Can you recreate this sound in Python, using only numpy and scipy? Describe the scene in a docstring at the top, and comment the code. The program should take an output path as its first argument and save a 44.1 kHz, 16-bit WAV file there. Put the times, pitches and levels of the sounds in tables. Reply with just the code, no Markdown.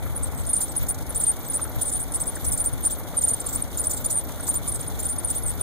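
"""On a paved road, at the handlebar of a rolling bicycle. The dry chain ticks as its links strike the
sprocket. Stick-slip friction makes link after link rasp and break into a short, very high squeak,
and the rubbing drives narrow resonances of the metal. The rollers peep; fittings knock and creak.
Beneath this the tyres rumble on the road and wind buffets the two microphone ports."""
import sys
import numpy as np
from scipy import signal
from scipy.fft import rfft, irfft
from scipy.io import wavfile
from scipy.ndimage import uniform_filter1d

SR = 44100
rng = np.random.default_rng(int(sys.argv[2]) if len(sys.argv) > 2 else 0)


def inscribe(sig):
    """Save sig as 16-bit PCM at rate SR to the path in sys.argv[1].

    A 1-D sig is mono; a 2-D sig holds one channel per row.
    Samples are clipped to [-1, 1] before scaling.
    """
    pcm = np.round(np.clip(np.atleast_2d(sig).T, -1, 1) * 32767)
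    wavfile.write(sys.argv[1], SR, pcm.astype(np.int16))


N = 247842
TIME = np.arange(N) / SR
FREQS = np.maximum(np.fft.rfftfreq(N, 1 / SR), 1)

# Levels are relative: each source applies its own gain.
# dry links turning on their pins: start t/s, duration/s, level/dB, lowest f/Hz, sag/Hz, climb/Hz
LINK_SQUEAKS = [(.160, 0.023, -27.5, 9580, 100, 400), (0.232, 0.017, -25.5, 9040, 100, 350),
                (0.47, 0.0093, -25, 9000, 230, 220), (0.491, 0.03, -23.5, 9160, 150, 980),
                (.533, 0.014, -16, 8900, 150, 64), (0.557, 0.037, -21.5, 9100, 100, 1200),
                (0.605, 0.049, -23, 9030, 350, 750), (0.763, 0.027, -21, 9350, 580, 710),
                (0.885, 0.039, -22.5, 9210, 100, 750), (1.101, 0.0097, -27.5, 9270, 17, 280),
                (1.154, 0.032, -22.5, 9140, 440, 930), (1.201, 0.0084, -16, 9160, 250, 50),
                (1.217, 0.036, -31.5, 9400, 100, 460), (1.237, 0.0082, -15.5, 8920, 360, 62),
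                (1.266, 0.053, -19, 8910, 220, 560), (1.499, 0.021, -25, 9420, 33, 610),
                (1.537, 0.043, -22.5, 9270, 100, 560), (1.615, 0.032, -25.5, 8970, 600, 800),
                (1.814, 0.022, -19, 9130, 140, 290), (1.853, 0.054, -27, 9100, 340, 350),
                (1.917, 0.065, -25, 9130, 220, 510), (1.998, 0.044, -29.5, 9350, 180, 290),
                (2.12, 0.0064, -26, 9200, 48, 200), (2.139, 0.032, -22.5, 9440, 100, 720),
                (2.21, 0.018, -22.5, 9220, 150, 540), (2.271, 0.032, -25.5, 9200, 100, 480),
                (2.355, 0.0066, -28, 9060, 100, 110), (2.447, 0.0068, -24.5, 9200, 300, 16),
                (2.465, 0.035, -23.5, 9370, 220, 900), (2.511, 0.047, -24, 8970, 280, 580),
                (2.576, 0.015, -24.5, 8950, 31, 170), (2.6, 0.0034, -11, 9100, 37, 44),
                (2.609, .02, -22, 9220, 10, 700), (2.64, 0.013, -30, 8900, 400, 20),
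                (2.656, 0.032, -21.5, 9020, 38, 510), (2.729, 0.012, -29.5, 9200, 65, 400),
                (2.831, 0.017, -27.5, 9000, 420, 91), (2.851, 0.028, -17, 9140, 50, 110),
                (2.916, 0.027, -26.5, 8950, 600, 290), (3.17, 0.025, -19.5, 8950, 85, 80),
                (3.211, 0.015, -23, 8850, 250, 30), (3.237, 0.019, -16, 9070, 10, 200),
                (3.274, 0.03, -20, 8900, 140, 210), (3.307, 0.018, -20.5, 9000, 10, 500),
                (3.335, 0.011, -19, 9030, 85, 80), (3.404, 0.004, -16.5, 8950, 130, 62),
                (3.466, 0.0056, -17.5, 8860, 280, 93), (3.554, 0.015, -20.5, 9020, 46, 600),
                (3.621, 0.0055, -17.5, 9030, 100, 80), (3.773, 0.0038, -21, 9050, 100, 22),
                (3.795, 0.027, -23, 9220, 31, 560), (3.842, 0.0084, -29, 9200, 100, 110),
                (3.856, 0.0064, -25, 9050, 400, 20), (3.87, 0.011, -17, 9200, 10, 390),
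                (3.9, 0.024, -26.5, 9040, 150, 92), (3.934, 0.017, -24.5, 9040, 47, 980),
                (3.966, 0.017, -31.5, 9100, 100, 320), (4.046, .012, -22, 9240, 76, 50),
                (4.06, 0.011, -17, 9210, 50, 410), (4.105, 0.032, -22.5, 9250, 150, 600),
                (4.135, 0.067, -22.5, 8980, 1300, 370), (4.406, 0.004, -28, 9250, 150, 16),
                (4.434, 0.017, -34.5, 9400, 36, 440), (4.47, 0.011, -28, 9000, 220, 30),
                (4.483, 0.03, -20, 8940, 23, 330), (4.534, 0.011, -30, 8900, 700, 22),
                (4.555, 0.027, -22.5, 9150, 10, 320), (4.676, 0.031, -22.5, 9280, 110, 1200),
                (4.719, 0.011, -25, 9030, 250, 110), (4.738, 0.03, -29.5, 9250, 200, 550),
                (4.808, 0.0096, -26.5, 9100, 350, 130), (4.876, 0.013, -26.5, 9140, 17, 750),
                (5, 0.0094, -25.5, 9300, 20, 350), (5.029, 0.0089, -27, 8950, 100, 100),
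                (5.052, 0.021, -22.5, 9180, 650, 390), (5.088, 0.07, -26, 8970, 48, 2400),
                (5.184, 0.014, -22, 9200, 9.2, 910), (5.246, 0.014, -21.5, 9380, 20, 290),
                (5.274, 0.019, -28.5, 9050, 73, 280), (5.302, 0.019, -21, 9180, 100, 400),
                (5.357, 0.043, -26, 9020, 220, 2300), (5.432, 0.016, -31, 9150, 380, 100),
                (5.461, 0.012, -23, 8940, 250, 92), (5.49, 0.027, -27, 9520, 22, 550),
                (5.611, 0.0091, -20, 9130, 110, 120)]
# links grinding on teeth: t/s, level/dB, squeal f/Hz, level of sizzle and octave/dB
LINK_RASPS = [(.236, -48, 7500, -46), (.474, -42, 7400, -50), (0.554, -38.5, 7400, -47),
              (0.62, -29.5, 7360, -28), (.892, -35, 7400, -30), (1.154, -35.5, 7440, -36),
              (1.218, -32.5, 7450, -35), (1.542, -34.5, 7550, -38), (1.821, -34, 7600, -35),
              (1.865, -41, 7600, -50), (1.9, -37, 7200, -39), (1.931, -39, 7500, -47),
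              (2.004, -44, 7360, -40), (2.145, -37, 7700, -45), (2.209, -40, 7550, -38),
              (2.263, -43, 7500, -42), (2.358, -41.5, 7600, -46), (2.452, -34.5, 7550, -37),
              (2.529, -32.5, 7540, -33), (2.583, -33.5, 7360, -35), (2.649, -35.5, 7530, -35),
              (2.852, -32.5, 7400, -35), (2.915, -35.5, 7370, -36), (3.227, -30.5, 7100, -30),
              (3.293, -31.5, 6930, -32), (3.406, -36.5, 7500, -44), (3.472, -37.5, 7300, -44),
              (3.494, -34, 7500, -33), (3.535, -35.5, 7440, -33), (3.554, -36, 7450, -37),
              (3.786, -31.5, 7200, -33), (3.846, -32.5, 7450, -36), (3.902, -38, 7460, -37),
              (3.916, -31, 7100, -31), (3.939, -42, 7200, -41), (3.976, -33, 7450, -35),
              (4.051, -32, 7020, -31), (4.108, -30, 7050, -36), (4.475, -36, 7400, -42),
              (4.485, -32.5, 6960, -32), (4.548, -34.5, 7170, -29), (4.686, -35.5, 7500, -43),
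              (4.749, -42, 7400, -40), (4.812, -43, 7430, -46), (4.998, -34.5, 7130, -30),
              (5.048, -39, 7300, -39), (5.097, -38, 7400, -38), (5.307, -36.5, 7340, -34),
              (5.358, -43, 7400, -37), (5.480, -41, 7500, -39)]
SPROCKET_RUBS = [(.24, -33), (.372, -39), (.405, -39), (.56, -38), (.698, -34), (1.16, -37), (1.217, -29),
                 (1.245, -48), (1.47, -37), (1.543, -30), (1.83, -42), (1.88, -33), (1.93, -36),
                 (2.001, -31), (2.155, -31), (2.212, -28), (2.27, -37), (2.47, -42), (2.6, -46),
                 (2.912, -32), (3.232, -33), (3.5, -35), (3.538, -30.5), (3.842, -35), (3.906, -43),
                 (3.935, -35), (3.975, -45), (4.125, -34), (4.443, -39), (4.48, -50), (4.553, -36),
                 (4.75, -32), (4.81, -50), (5.05, -38), (5.298, -30), (5.357, -39), (5.483, -28.5)]  # rubs that ring the sprocket: t/s, level/dB
SEATING_TICKS = [(.025, -54), (.137, -50), (.235, -42), (.32, -39), (.384, -42), (.455, -35), (.684, -35),
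                 (.723, -32), (0.76, -35), (.83, -37), (.948, -33), (0.989, -34), (1.027, -36),
                 (1.068, -36), (1.15, -49), (1.322, -38), (1.369, -36), (1.414, -39), (1.525, -34),
                 (1.641, -38), (1.679, -38.5), (1.804, -39), (2.082, -38), (2.124, -34.5), (2.161, -34),
                 (2.24, -35), (2.407, -41), (2.488, -35), (2.731, -39), (2.769, -51), (2.885, -37),
                 (3.038, -40), (3.077, -40), (3.116, -41), (3.193, -40), (3.344, -33), (3.382, -43),
                 (3.457, -38.5), (3.644, -40), (3.718, -37), (3.754, -37), (4.291, -38.5), (4.323, -37),
                 (4.36, -47), (4.4, -38), (4.642, -56), (4.68, -37), (4.761, -32), (4.831, -37),
                 (4.869, -35.5), (4.904, -37), (4.941, -45), (5.015, -37), (5.089, -37), (5.165, -36),
                 (5.238, -35), (5.349, -38), (5.579, -37)]  # the clearest impacts of seating links: t/s, level/dB
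HISS_LEVELS = [(0.0, -47), (0.72, -45), (0.95, -48), (1.33, -45), (2.1, -45.5), (2.66, -45.5), (3.0, -44.5),
               (3.6, -45.5), (4.4, -45), (5.62, -43.5)]  # running noise of the chain: t/s, level/dB
ROLLER_PEEPS = [(.833, 14500, -26), (1.098, 10800, -33), (1.395, 14500, -38), (1.43, 13300, -38),
                (1.485, 14300, -31), (1.58, 13300, -39), (1.698, 12300, -35), (1.76, 12400, -35),
                (2.414, 12100, -36), (2.487, 13050, -33), (2.81, 13050, -35), (2.976, 14400, -40),
                (2.989, 11400, -32), (3.0, 13200, -34), (3.169, 11200, -36), (3.606, 12000, -39),
                (4.003, 14800, -33), (4.014, 12800, -35), (4.242, 13800, -33), (4.273, 13000, -40),
                (5.387, 11400, -34), (5.555, 12700, -35)]  # the clearest roller whistles: t/s, f/Hz, level/dB
FITTING_KNOCKS = [(0.064, -45, 1270), (0.329, -44, 890), (1.593, -39.5, 1190), (1.652, -44.5, 1330),
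                  (2.87, -45.5, 1210), (3.142, -46.5, 1260), (4.293, -44, 1170), (4.399, -45, 1260),
                  (4.483, -43, 960)]  # fittings jolted by bumps: t/s, level/dB, f/Hz
WIND_LEVELS = [(0.0, -29.5), (0.5, -34.5), (0.7, -34.5), (1.0, -31), (1.4, -34.5), (2.0, -33.5),
               (2.3, -33.5), (2.65, -31), (3.35, -36.5), (3.7, -32.5), (4.4, -33.5), (5.1, -31.5),
               (5.62, -31.5)]  # slow course of the wind: t/s, level/dB
WIND_THUMPS = [(0.088, .05, -29.5), (0.223, 0.022, -28), (0.312, 0.049, -32), (0.44, 0.062, -30),
               (.822, 0.025, -22.5), (1.777, 0.014, -23), (1.996, 0.044, -34), (2.146, 0.063, -38),
               (2.494, 0.042, -25), (2.76, 0.033, -28), (3.242, 0.021, -30), (3.577, 0.032, -31),
               (4.58, .03, -32), (4.725, 0.036, -37), (4.964, 0.021, -27), (5.465, 0.023, -25)]  # brief gusts: t/s, half duration/s, level/dB

# Spectral densities of the noises: f/Hz, level/dB
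CHAFE_SPECTRUM = [(8400, -1), (8850, 10), (9300, -37), (9850, 11.5), (10400, -8), (11200, 2), (12500, -14),
                  (15400, -3)]  # loose friction around a squeak
RASP_SPECTRUM = [(3000, -51), (4600, -12), (5700, 34.5), (6550, 32), (7050, 15), (7600, 32.5), (7950, 49),
                 (8600, 12), (10500, 8.5), (12500, -26), (15500, -4)]  # link sliding on a tooth
SIZZLE_SPECTRUM = [(10000, 8), (12700, -9), (13700, 14), (14400, 16), (15400, -3), (16000, -10)]  # top octave of that sliding
CLICK_SPECTRUM = [(2000, -20), (3400, -7), (5000, -1), (6500, 2), (9500, 0), (12500, -4), (15400, -1)]  # grinding link landing
SEAT_SPECTRUM = [(2000, 0), (2800, -30), (3500, -6), (5100, -0.5), (6500, 3), (8000, 0.5), (9400, 4.5),
                 (11000, 3), (12700, -2), (14300, -1), (15400, 1)]  # link seating
HISS_SPECTRUM = [(2000, -33), (2700, 0.5), (3500, 13), (5200, -1.5), (6300, 8), (7800, 7), (8600, 5),
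                 (9400, 14.5), (10300, 9.5), (11300, 9), (12700, 7.5), (14300, 11.5), (15400, 10.5)]  # running chain
CLATTER_SPECTRUM = [(500, -27), (850, -22), (1150, 16), (1420, -1.5), (1700, -23), (2400, 6.5)]  # fittings shaken by the road's grain
TYRE_SPECTRUM = [(60, 2.5), (170, 1), (225, -3), (262, 4.5), (320, -1), (400, -4), (540, -1), (850, -4),
                 (1050, -9), (1300, -11), (1430, -7), (1550, -14), (2200, -17), (2600, -36.5)]  # rolling tyres
WIND_SPECTRUM = [(20, -4), (45, 6.5), (70, 7.5), (110, 3), (170, -7.5), (260, -19), (500, -29), (1000, -70),
                 (2200, -24), (3000, -52)]  # turbulence at the ports

RASP_RISE_S, RASP_FALL_S = 0.0071, 0.0076
OPPOSED = np.array([[1], [-1]])  # opposite signs at the left and right ports


def squeaks(jitter_hz=45, locked_db=-18, stall_db=-30, bend_power=2.45, overrun=0.1314):
    """Stick-slip oscillation: pitch sags as a link takes load, then climbs and weakens as it lets go."""
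    tone, chafe = np.zeros(N, complex), np.zeros(N)
    wobble = jitter_hz * drift(224)
    for start, length, db, hz, sag, climb in LINK_SQUEAKS:
        at, grip = hold(start, length, release=0.0031)
        _, rubbing = hold(start, length, release=0.0022, lead=0.0073)
        turned = np.clip((TIME[at] - start) / length, -overrun, 1 + overrun)
        bend = turned * abs(climb) ** (1 / bend_power) - (1 - turned) * abs(sag) ** (1 / bend_power)
        lift_hz = np.abs(bend) ** bend_power  # a flat-bottomed bowl
        firmness = from_db(db - locked_db)
        pitch = hz + lift_hz + wobble[at] * (2 - grip) / firmness
        tone[at] += from_db(db - 5 * lift_hz / 600) * grip * oscillator(pitch)
        chafe[at] += np.sqrt(firmness) * rubbing
    grinding = swells([(s, RASP_RISE_S, RASP_FALL_S, db - stall_db) for s, db, _, _ in LINK_RASPS])
    stalled = tone / (1 + grinding ** 2)  # a hard rasp stalls the tone
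    jerks = uniform_filter1d(slips(per_s=250, decay_s=0.0041), size=30)
    hoarse = 1 / (1 + (np.abs(tone) / from_db(locked_db)) ** 2)  # a light grip chatters, a hard one sings
    squeak = scatter(stalled, share=.8 * hoarse, rate_hz=270, jerks=1 + 2.3 * hoarse * jerks)
    link_plate = from_db(-11) * resonance(squeak, hz=8890, width_hz=160)
    friction = from_db(-36) * chafe * rms_one(0.3 + jerks) * spread(CHAFE_SPECTRUM, apart=0.91)
    return squeak + link_plate + friction


def swishes(centre_hz=11100, slide_hz=995, half_s=0.0079, full_climb_hz=700):
    """Friction at release: a squeak ends in a hoarse upward scrape, stronger after a larger climb."""
    rows = []
    for start, length, db, _, _, climb in LINK_SQUEAKS:
        climb_db = 20 * np.log10(min(abs(climb) / full_climb_hz, 1) + 1e-6)
        rows.append((start + length, -40 + .4 * (db + 23) + climb_db, centre_hz, slide_hz, half_s))
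    return scatter(glides(rows), share=7, rate_hz=720)


def rasps(ease_hz=250, right_db=0.6):
    """Impact, then sliding friction: a click, grit, and a squeal that rises as the pressure eases."""
    squeal, octave = np.zeros((2, N), complex)
    for s, db, hz, high_db in LINK_RASPS:
        at, grip = swell(s, RASP_RISE_S, RASP_FALL_S)
        tone = oscillator(hz + ease_hz * np.tanh((TIME[at] - s) / (2 * RASP_FALL_S)))
        squeal[at] += from_db(db + 1) * grip * tone
        octave[at] += from_db(high_db - 4) * grip * tone ** 2
    sliding = swells([(s, RASP_RISE_S, RASP_FALL_S, db - 5) for s, db, _, _ in LINK_RASPS])
    sizzling = swells([(s, RASP_RISE_S, RASP_FALL_S, db - 3) for s, _, _, db in LINK_RASPS])
    landing = swells([(s, RASP_RISE_S, 0.01, db - 6.5) for s, db, _, _ in LINK_RASPS])
    friction = sliding * spread(RASP_SPECTRUM, apart=0.69) + sizzling * spread(SIZZLE_SPECTRUM, apart=0.76)
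    clicks = landing * spread(CLICK_SPECTRUM, apart=0.082)
    grit = rms_one(0.21 + slips(per_s=210, decay_s=0.011))
    squeals = scatter(squeal, share=2.1, rate_hz=180) + scatter(octave, share=4, rate_hz=450)
    return (friction * grit + clicks + squeals) * from_db(-right_db * OPPOSED)


def sprocket(mode_hz=8167, wander_hz=40, rise_s=0.012, fall_s=0.017):
    """Forced resonance: one narrow mode is fed in jerks by rubbing links, faintly by the running chain."""
    rubs = swells([(s, rise_s, fall_s, db) for s, db in SPROCKET_RUBS], let_go=3.5)
    strength = rubs * rms_one(1 + .8 * flutter(280)) + from_db(-62) * flutter(40)
    pitch = mode_hz + wander_hz * drift(118)
    return scatter(strength * oscillator(pitch), share=1.0, rate_hz=62)


def peeps(slide_hz=-330, half_s=0.0045):
    """Frequency glides: rollers give thin falling whistles, a few clear ones among many faint ones."""
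    faint = rng.uniform([0, 10500, -51], [N / SR, 14300, -39], (70, 3))  # t/s, f/Hz, level/dB
    rows = [(s, db - 1.5, hz, slide_hz, half_s) for s, hz, db in np.vstack([ROLLER_PEEPS, faint])]
    return scatter(glides(rows), share=2.4, rate_hz=380)


def chain(links_per_s=26.3, rise_s=0.0041, fall_s=0.0045):
    """Periodic impact: links seat on the sprocket with a tick, over the hiss of the running chain."""
    seats = list(SEATING_TICKS)
    for (s, db), (next_s, next_db) in zip(SEATING_TICKS, SEATING_TICKS[1:]):
        count = int(round((next_s - s) * links_per_s))
        for k in range(1, count):  # the links in between seat more softly and unevenly
            seats.append((s + (next_s - s) * k / count, (db + next_db) / 2 - 1 + rng.standard_normal()))
    seating = swells([(s, rise_s, fall_s, db - 3.5) for s, db in seats])
    ticks = seating * spread(SEAT_SPECTRUM, apart=0.17)
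    hiss = rms_one(1.2 + slips(per_s=200, decay_s=.008)) * spread(HISS_SPECTRUM, apart=0.66)
    return ticks + from_db(2.5 + np.interp(TIME, *np.transpose(HISS_LEVELS))) * hiss


def knocks(width_hz=600, rise_s=.0025, fall_s=.005):
    """Heavily damped resonance: fittings knock on bumps and clatter lightly on the road's grain."""
    out, rattle = np.zeros(N), rng.standard_normal(N)
    for s, db, hz in FITTING_KNOCKS:
        body = resonance(resonance(rattle, hz, width_hz), hz, width_hz)
        out += swells([(s + rise_s, rise_s, fall_s, db + 5.5)]) * evened(body[None])[0]
    clatter = from_db(-58) * rms_one(slips(per_s=70, decay_s=0.036)) * noise(CLATTER_SPECTRUM)
    return out + clatter


def creak(s=2.370, db=-37, hz=1680, slide_hz=-300, half_s=.004):
    """Stick-slip: a fitting slips once with a short, falling squeak."""
    return scatter(glides([(s, db, hz, slide_hz, half_s)]), share=0.3, rate_hz=200)


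def tyres(left_db=0.87):
    """Rolling noise: the rumble reaches both ports largely in phase."""
    rumble = from_db(-39 + 0.79 * drift(32)) * spread(TYRE_SPECTRUM, apart=0.31)
    return rumble * from_db(left_db * OPPOSED)


def wind(left_db=1.53):
    """Turbulent pressure: wind pushes on one port while it pulls on the other, and thumps in gusts."""
    thumps = swells([(s, half, half, db) for s, half, db in WIND_THUMPS])
    breeze = from_db(np.interp(TIME, *np.transpose(WIND_LEVELS)))
    turbulence = evened(spread(WIND_SPECTRUM, apart=0.21), size=4000) * OPPOSED
    return np.hypot(breeze, thumps) * turbulence * from_db(left_db * OPPOSED)


def scatter(tone, share, rate_hz, jerks=1, swing_limit=1.5):
    """Multipath interference off the moving frame and spokes: a tone flickers differently at each port."""
    paths = evened(np.array([1 + share * flutter(rate_hz) for side in range(2)]) * jerks)
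    paths = paths / np.sqrt(1 + (np.abs(paths) / swing_limit) ** 2)  # a friction tone swings only so far
    return np.sqrt(2) * (tone * evened(paths)).real


def from_the_right(pair, lead_s=.000408, turn_rad=2.05):
    """Path difference: sound reaches the right port first, with an added constant phase shift."""
    lead = np.exp(1j * (2 * np.pi * FREQS * lead_s + turn_rad))
    return np.array([pair[0], irfft(rfft(pair[1]) * lead, N)])


def resonance(x, hz, width_hz):
    """A damped mode with unit gain at its peak."""
    r = np.exp(-np.pi * width_hz / SR)
    poles = [1, -2 * r * np.cos(2 * np.pi * hz / SR), r * r]
    return (1 - r * r) / 2 * signal.lfilter([1, 0, -1], poles, x + 1e-18)


def oscillator(hz):
    """A complex tone whose phase is the integral of frequency."""
    return np.exp(2j * np.pi * np.cumsum(hz) / SR)


def glides(rows):
    """Superposed short whistles, each sweeping from hz - slide_hz to hz + slide_hz."""
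    tone = np.zeros(N, complex)
    for s, db, hz, slide_hz, half_s in rows:
        at, grip = swell(s, half_s, half_s, catch=4, let_go=4)
        pitch = hz + slide_hz * np.tanh((TIME[at] - s) / half_s)
        tone[at] += from_db(db) * grip * oscillator(pitch)
    return tone


def hold(start, length, release, lead=0, attack=0.00055):
    """Samples and envelope of one squeak: it catches quickly, holds and lets go."""
    at = np.arange(max(0, int((start - .02) * SR)), min(N, int((start + length + .05) * SR)))
    age = TIME[at] - start
    return at, 1 / ((1 + np.exp(-(age + lead) / attack)) * (1 + np.exp((age - length) / release)))


def swell(s, rise, fall, catch=12.0, let_go=1.45):
    """Samples and envelope of one rub: power-law flanks about a peak of 1."""
    at = np.arange(max(0, int((s - 4 * rise) * SR)), min(N, int((s + 6 * fall) * SR)))
    late = TIME[at] - s
    return at, 1 / (1 + np.where(late < 0, np.abs(late / rise) ** catch, np.abs(late / fall) ** let_go))


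def swells(rows, let_go=2.1):
    """Superposed envelopes from rows of t/s, rise/s, fall/s, level/dB."""
    out = np.zeros(N)
    for s, rise, fall, db in rows:
        at, grip = swell(s, rise, fall, let_go=let_go)
        out[at] += from_db(db) * grip
    return out


def slips(per_s, decay_s):
    """Shot noise of mean 1: each tiny random slip is a jump in strength that dies away."""
    jumps = (rng.random(N) < per_s / SR) * rng.random(N) ** 2
    strength = signal.lfilter([1], [1, -np.exp(-1 / (decay_s * SR))], jumps + 1e-18)
    return strength / strength.mean()


def noise(spectrum):
    """Spectrally shaped noise of unit power."""
    hz, db = np.transpose(spectrum)
    gain = from_db(np.interp(np.log(FREQS), np.log(hz), db, left=-70, right=-70))
    return rms_one(irfft(rfft(rng.standard_normal(N)) * gain, N))


def spread(spectrum, apart):
    """Partial coherence: a noise shared by both ports plus one in antiphase."""
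    return rms_one(noise(spectrum) + apart * noise(spectrum) * OPPOSED)


def drift(rate_hz):
    """Smooth random fluctuation of unit power with a Gaussian spectrum."""
    white = rfft(rng.standard_normal(N))
    return rms_one(irfft(white * np.exp(-.5 * (FREQS / rate_hz) ** 2), N))


def flutter(rate_hz):
    """Random modulation of amplitude and phase, at unit power."""
    return rms_one(drift(rate_hz) + 1j * drift(rate_hz))


def evened(x, size=600):
    """Hold the channels' joint short-term power at 1, keeping the fast flicker."""
    return x / np.sqrt(uniform_filter1d(np.mean(np.abs(x) ** 2, axis=0), size=size) + 1e-12)


def rms_one(x):
    """Scale to unit power."""
    return x / np.sqrt(np.mean(np.abs(x) ** 2) + 1e-20)


def from_db(db):
    """Level to amplitude ratio."""
    return 10 ** (np.asarray(db) / 20)


def scene():
    """Superposition of drivetrain, fittings, tyres and wind."""
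    drivetrain = squeaks() + swishes() + rasps() + sprocket() + peeps() + chain()
    return from_the_right(drivetrain) + knocks() + creak() + tyres() + wind()


def record(dry):
    """Low-pass filtering: the treble is cut steeply above 15650 Hz."""
    return signal.sosfilt(signal.ellip(10, .2, 80, 15650, fs=SR, output="sos"), dry)


dry = scene()
out = record(dry)
inscribe(out)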